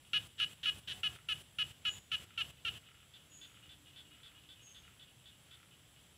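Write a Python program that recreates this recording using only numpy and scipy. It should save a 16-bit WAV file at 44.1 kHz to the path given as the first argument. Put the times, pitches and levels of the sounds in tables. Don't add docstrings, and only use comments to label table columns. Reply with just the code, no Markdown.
import sys
import numpy as np
from scipy import signal
from scipy.fft import rfft, irfft, next_fast_len
from scipy.io import wavfile
from scipy.ndimage import uniform_filter1d

SR = 44100
rng = np.random.default_rng(int(sys.argv[2]) if len(sys.argv) > 2 else 0)


def inscribe(sig):
    pcm = np.round(np.clip(np.atleast_2d(sig).T, -1, 1) * 32767)
    wavfile.write(sys.argv[1], SR, pcm.astype(np.int16))


N = 272097
TIME = np.arange(N) / SR


def undb(db):
    return 10 ** (np.asarray(db) / 20)


def unit(x):
    return x / np.sqrt(np.mean(x ** 2) + 1e-20)


def add(out, start, x):
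    first = max(int(start * SR), 0)
    out[first:first + len(x)] += x[:max(N - first, 0)]


def gains(points, size):
    hz, db = np.transpose(points)
    bins_hz = np.arange(size // 2 + 1) * SR / size
    return undb(np.interp(np.log(bins_hz + 1), np.log(hz), db))


def ring(points, size=1024):
    cepstrum = irfft(np.log(gains(points, size)))
    cepstrum[1:size // 2] *= 2
    cepstrum[size // 2 + 1:] = 0
    return irfft(np.exp(rfft(cepstrum)))[:size // 2]


def noise(points):
    size = 2 * next_fast_len(N // 2 + 1)
    white = rfft(rng.standard_normal(size))
    return unit(irfft(white * gains(points, size))[:N])


def walk(rate, n=N):
    at = np.arange(n) / SR * rate
    count = int(at[-1]) + 2
    return 1.202 * np.interp(at, np.arange(count), rng.standard_normal(count))


def pulses(hz, force, jitter, scatter_db, reach=8):
    phase = np.concatenate([[0], np.cumsum(hz[1:]) / SR])
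    chance = rng.standard_normal((int(phase[-1]) + 1, 2))
    cycles = np.arange(len(chance)) + jitter * chance[:, 0]
    at = np.interp(cycles, phase, np.arange(len(hz)))
    size = force[at.astype(int)] * undb(scatter_db * chance[:, 1])
    taps = at.astype(int)[:, None] + np.arange(2 * reach)
    offset = taps - at[:, None] - reach
    out = np.zeros(len(hz) + 2 * reach)
    np.add.at(out, taps, size[:, None] * np.sinc(offset) * np.sinc(offset / reach))
    return out


def voice(snaps, sac, db):
    y = signal.fftconvolve(snaps, sac)
    return y * undb(db) * np.sqrt(len(snaps) / np.sum(y ** 2))


def note(length, db, sac, open_hz, mid_hz, close_hz, mid_db, jitter, scatter_db, rasp, attack_db, sag):
    u = np.linspace(0, 1, int(length * SR))
    rates = [open_hz, mid_hz * (1 - sag), mid_hz, mid_hz, close_hz, close_hz]
    hz = np.interp(u, [0, .2, .46, .62, .84, 1], rates)
    push_db = [mid_db + attack_db, mid_db - 1.0, mid_db, mid_db, 0, -1, -4]
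    force = undb(np.interp(u, [.06, .13, .22, .55, .72, .92, 1], push_db))
    snaps = pulses(hz, force, jitter, scatter_db)
    snaps[:len(u)] += rasp * force * rng.standard_normal(len(u))
    return voice(snaps, sac, db)


def swell_late(x, hz, width_hz):
    b, a = signal.iirpeak(hz, hz / width_hz, fs=SR)
    return x - 2 * signal.lfilter(b, a, x)


def field(x, t60, wet_db):
    t = TIME[:SR // 2]
    decay = np.exp(-np.log(1000) * t / t60)
    tail = rng.standard_normal(len(t)) * decay * (1 - np.exp(-t / 0.0025))
    tail /= np.sqrt(np.sum(tail ** 2))
    return x + undb(wet_db) * signal.fftconvolve(x, tail)[:N]


# (f/Hz, relative level per Hz/dB)
AIR_COLOUR = [(25, -23), (45, -9), (70, 0.5), (140, .5), (220, -9.5), (450, -14.5), (1000, -18),
              (2400, -16.5), (3200, -10), (4300, -22.5), (9000, -25.5), (15500, -29)]
INSECT_COLOUR = [(5500, -24.5), (6500, -18), (6950, -24.5), (7350, -7.5), (7680, -1.5), (7950, -7),
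                 (8450, -18), (9200, -15.5), (10100, -16), (10900, -7.5), (11300, -12), (12000, -22.5)]


def night(air_db=-56.0, insects_db=-64.5):
    air = noise(AIR_COLOUR) * undb(air_db + 0.48 * walk(9))
    insects = noise(INSECT_COLOUR) * undb(insects_db + 0.62 * walk(25))
    return air + insects


# (t/s, length/s, highest f/Hz, drop of the pitch at both ends as a share, level/dB)
FAR_HUMS = [(0.903, 0.2667, 754.6, 0.12, -71.5), (3.05, 1.8, 296.6, 0.0014, -72.5)]


def hums(waver=0.01303):
    out = np.zeros(N)
    for start, length, top_hz, arch, db in FAR_HUMS:
        u = np.linspace(-1, 1, int(length * SR))
        hz = top_hz * (1 - arch * u ** 2 + waver * walk(60.4, len(u)))
        tone = np.sin(2 * np.pi * np.cumsum(hz) / SR)
        swell = signal.windows.tukey(len(u), .4) * undb(3.5 * walk(13, len(u)))
        add(out, start, undb(db) * unit(tone * swell))
    return out


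# (t/s, level/dB)
STANDOUT_NOTES = [(2.74, -56.5), (2.865, -56), (3.55, -59), (5.71, -60), (5.961, -62)]
# (f/Hz, relative level/dB)
DISTANT_SAC = [(900, -49), (1400, -15), (2200, -27), (2600, -8.5), (2930, -2), (3200, -9), (3550, -9),
               (4100, -26.5), (7000, -46.5)]


def chorus(count=70, crowd_db=-60.5, spread_db=0.5, fade_db=-9):
    out, sac = np.zeros(N), ring(DISTANT_SAC)
    starts = (np.arange(count) + rng.random(count)) * TIME[-1] / count
    crowd = [(s, crowd_db + spread_db * rng.standard_normal() + np.interp(s, [4.6, 5.6], [0, fade_db]))
             for s in starts]
    for start, db in STANDOUT_NOTES + crowd:
        hz = 430 * np.exp(0.01553 * rng.standard_normal())
        add(out, start, note(0.05073, db, sac, hz, hz, .96 * hz, mid_db=2.5, jitter=0.0254,
                             scatter_db=1.5, rasp=0.024, attack_db=4.5, sag=0.01824))
    return field(out, t60=.25, wet_db=-11.5)


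# (t/s, level/dB)
THIRD_FADE = [(3.627, -55.5), (4.65, -56), (5.4, -60.5)]


def third_frog(period_s=.241, held_hz=423):
    out, sac = np.zeros(N), ring(DISTANT_SAC)
    times, levels = np.transpose(THIRD_FADE)
    edge_hz = .955 * held_hz
    for start in np.arange(times[0], times[-1], period_s):
        db = np.interp(start, times, levels)
        add(out, start, note(.048, db, sac, edge_hz, held_hz, edge_hz, mid_db=1.5, jitter=.007,
                             scatter_db=1.73, rasp=.009, attack_db=1.46, sag=0.0255))
    return field(out, t60=.21, wet_db=-8.0)


RATTLE_STARTS = [1.074, 2.164, 2.83, 3.458, 4.117, 4.765, 5.487]
# (f/Hz, relative level/dB)
RATTLER_SAC = [(800, -43), (1330, 4.5), (1700, -4), (2050, 0.5), (2600, -1.5), (4000, -31), (8000, -50)]


def rattler(rate_hz=35.0, length_s=0.2385, level_db=-66):
    out, sac = np.zeros(N), ring(RATTLER_SAC)
    u = np.linspace(0, 1, int(length_s * SR))
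    swell = 0.68 + np.sin(np.pi * u)
    for start in RATTLE_STARTS:
        clicks = pulses(np.full(len(u), rate_hz), swell, jitter=0.01127, scatter_db=3.5)
        add(out, start, voice(clicks, sac, level_db))
    return field(out, t60=0.136, wet_db=-4)


# (middle of first pulse t/s, end t/s, period/s, pulse length/s, f/Hz,
# level of the noise before the pulses shape it/dB)
CRICKET_RUNS = [(.04, 1.63, .1275, .12, 9410, -65.5), (3.24, 4.7, .1272, .1, 9230, -72),
                (4.75, 6.2, .1155, .09, 9420, -70)]


def cricket(width_hz=230, skirt_hz=950):
    out = np.zeros(N)
    for first, end, period, length, hz, db in CRICKET_RUNS:
        pulse = np.sin(np.linspace(0, np.pi, int(length * SR)))
        swell = np.zeros(N)
        for middle in np.arange(first, end, period):
            add(swell, middle - length / 2, pulse)
        band = [(hz - skirt_hz, -36), (hz - width_hz, -6), (hz, 0), (hz + width_hz, -6), (hz + skirt_hz, -40)]
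        out += undb(db) * swell * noise(band)
    return out


# (t/s, length/s, first f/Hz, last f/Hz, level before the echo is mixed in/dB)
INSECT_CHIRPS = [(1.855, 0.129, 7076, 6880, -57.5), (3.289, 0.135, 6920, 6680, -55),
                 (4.607, .12, 6682, 6350, -55.5)]


def chirps(waver=0.01827):
    out = np.zeros(N)
    for start, length, first_hz, last_hz, db in INSECT_CHIRPS:
        u = np.linspace(0, 1, int(length * SR))
        hz = (first_hz + (last_hz - first_hz) * u) * (1 + waver * walk(703.8, len(u)))
        tone = np.sin(2 * np.pi * np.cumsum(hz) / SR)
        add(out, start, undb(db) * unit(np.sin(np.pi * u) * tone))
    return field(out, t60=0.59, wet_db=0.5) / np.sqrt(2)


# (t/s, length/s, level/dB)
SECOND_FROG_NOTES = [(3.137, 0.0364, -50), (3.414, 0.0515, -48), (3.692, 0.053, -50),
                     (3.961, 0.0569, -48.5), (4.232, 0.0555, -50), (4.489, 0.056, -50.5),
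                     (4.746, 0.0466, -51), (4.996, 0.0546, -51.5), (5.257, 0.0456, -51.5),
                     (5.51, 0.049, -50.5)]
# (f/Hz, relative level/dB)
SECOND_FROG_SAC = [(900, -41), (1500, -20), (2300, -22), (3100, -11.5), (3460, -1), (3850, -16),
                   (4200, -22.5), (4700, -23), (6000, -45.5), (12000, -41.5)]


def far_frog(first_hz=400.9, tiring_hz_per_s=-6):
    out = np.zeros(N)
    sac = swell_late(ring(SECOND_FROG_SAC), hz=3346, width_hz=1380)
    for start, length, db in SECOND_FROG_NOTES:
        hz = first_hz + tiring_hz_per_s * (start - SECOND_FROG_NOTES[0][0])
        add(out, start, note(length, db, sac, 0.976 * hz, hz, .935 * hz, mid_db=1, jitter=0.0139,
                             scatter_db=0.94, rasp=0.018, attack_db=1.5, sag=0.0457))
    return field(out, t60=0.148, wet_db=-8.5)


# (t/s, length/s, level/dB, held pulse rate f/Hz)
NEAR_FROG_NOTES = [(0.1328, 0.04844, -31.5, 423), (.4, 0.04547, -32.5, 422.3), (0.6569, 0.044, -32, 424.2),
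                   (1.032, .045, -33.5, 428.6), (1.2868, 0.04626, -35, 433.3),
                   (1.5858, 0.0437, -33.5, 426.2), (1.8511, .044, -33.5, 423.9),
                   (2.1161, 0.0417, -34.5, 434.1), (2.376, 0.0459, -35.5, 448.9),
                   (2.6494, 0.0435, -36.5, 454.9)]
NEAR_FROG_TRILLS = [(0.3814, 0.02, -42, 345), (0.6315, 0.02285, -40, 361.9), (0.8743, .058, -42, 365.3)]
# (f/Hz, relative level/dB)
TAUT_SAC = [(850, -54), (1130, -38), (1240, -24), (1370, -14), (1690, -20), (2050, -25), (2500, -13),
            (2720, -5.5), (2890, 1), (2990, -3), (3150, -10.5), (3400, -15), (3800, -22), (4250, -27),
            (5050, -37.5), (5450, -33.5), (6700, -40.5), (8500, -58.5), (10400, -36.5), (13000, -62)]
LOOSE_SAC = [(850, -39.5), (1250, -23.5), (1750, -11), (2200, -19), (2600, -10), (2950, 1.5), (3300, -4),
             (3800, -8.5), (4400, -19.5), (5100, -24.5), (5600, -23.5), (8500, -36.5), (10400, -43),
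             (13000, -52)]
# (t/s, roughness 0-1)
ROUGHNESS = [(.4, 0.53), (.75, 0.26), (1.3, 0.25), (2.65, 0.3)]
# (f/Hz, change of level/dB)
HOARSE_COLOUR = [(1300, -2.5), (2000, 2), (2950, 0.5), (3800, 8.5), (7000, 0.5)]
NEAR_OPEN_HZ, NEAR_CLOSE_HZ, STRAIN_DB_PER_HZ = 480.74, 412.76, -0.0588
TRILL_OPEN_HZ, TRILL_CLOSE_HZ = 432.1, 328.2
CLEAR_KICK_DB, HOARSE_KICK_DB = -0.64, 5


def near_frog():
    clear, hoarse = np.zeros(N), np.zeros(N)
    for start, length, db, hz in NEAR_FROG_NOTES:
        rough = np.clip(np.interp(start, *np.transpose(ROUGHNESS)), 0, 1)
        colour = [(f, gain + rough * np.interp(f, *np.transpose(HOARSE_COLOUR))) for f, gain in TAUT_SAC]
        taut = swell_late(ring(colour), hz=2884.0, width_hz=1470)
        strain_db = STRAIN_DB_PER_HZ * (hz - NEAR_CLOSE_HZ)
        kick_db = CLEAR_KICK_DB + (HOARSE_KICK_DB - CLEAR_KICK_DB) * rough
        y = note(length, db, taut, NEAR_OPEN_HZ, hz, NEAR_CLOSE_HZ, mid_db=strain_db, jitter=0.0209 * rough,
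                 scatter_db=2.37 * rough, rasp=0.0497 * rough, attack_db=kick_db, sag=0.0162)
        add(clear, start, (1 - rough) * y)
        add(hoarse, start, rough * y)
    slack = swell_late(ring(LOOSE_SAC), hz=3200, width_hz=1380)
    for start, length, db, hz in NEAR_FROG_TRILLS:
        add(clear, start, note(length, db, slack, TRILL_OPEN_HZ, hz, TRILL_CLOSE_HZ, mid_db=-1.5, jitter=0.0065,
                               scatter_db=2.02, rasp=0.019, attack_db=0.44, sag=-0.0596))
    return field(clear + field(hoarse, t60=0.041, wet_db=-7), t60=0.232, wet_db=-13.0)


def scene():
    background = night() + hums() + chorus() + third_frog() + rattler() + cricket() + chirps()
    return (background + far_frog() + near_frog())[None]


def gate(x, threshold_db, closed_db, hold_s, window):
    loud = uniform_filter1d(x ** 2, window) > undb(threshold_db) ** 2
    last_loud = np.maximum.accumulate(np.where(loud, TIME, -1))
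    held = (TIME - last_loud < hold_s) * 1.
    is_open = uniform_filter1d(held, 2 * window)
    return x * undb(closed_db * (1 - is_open))


def record(dry):
    gated = gate(dry[0], threshold_db=-40.5, closed_db=-8.0, hold_s=0.0878, window=200)
    treble_limit = signal.ellip(10, .1, 70, 15550, fs=SR, output="sos")
    return signal.sosfilt(treble_limit, gated)[None]


dry = scene()
out = record(dry)
inscribe(out)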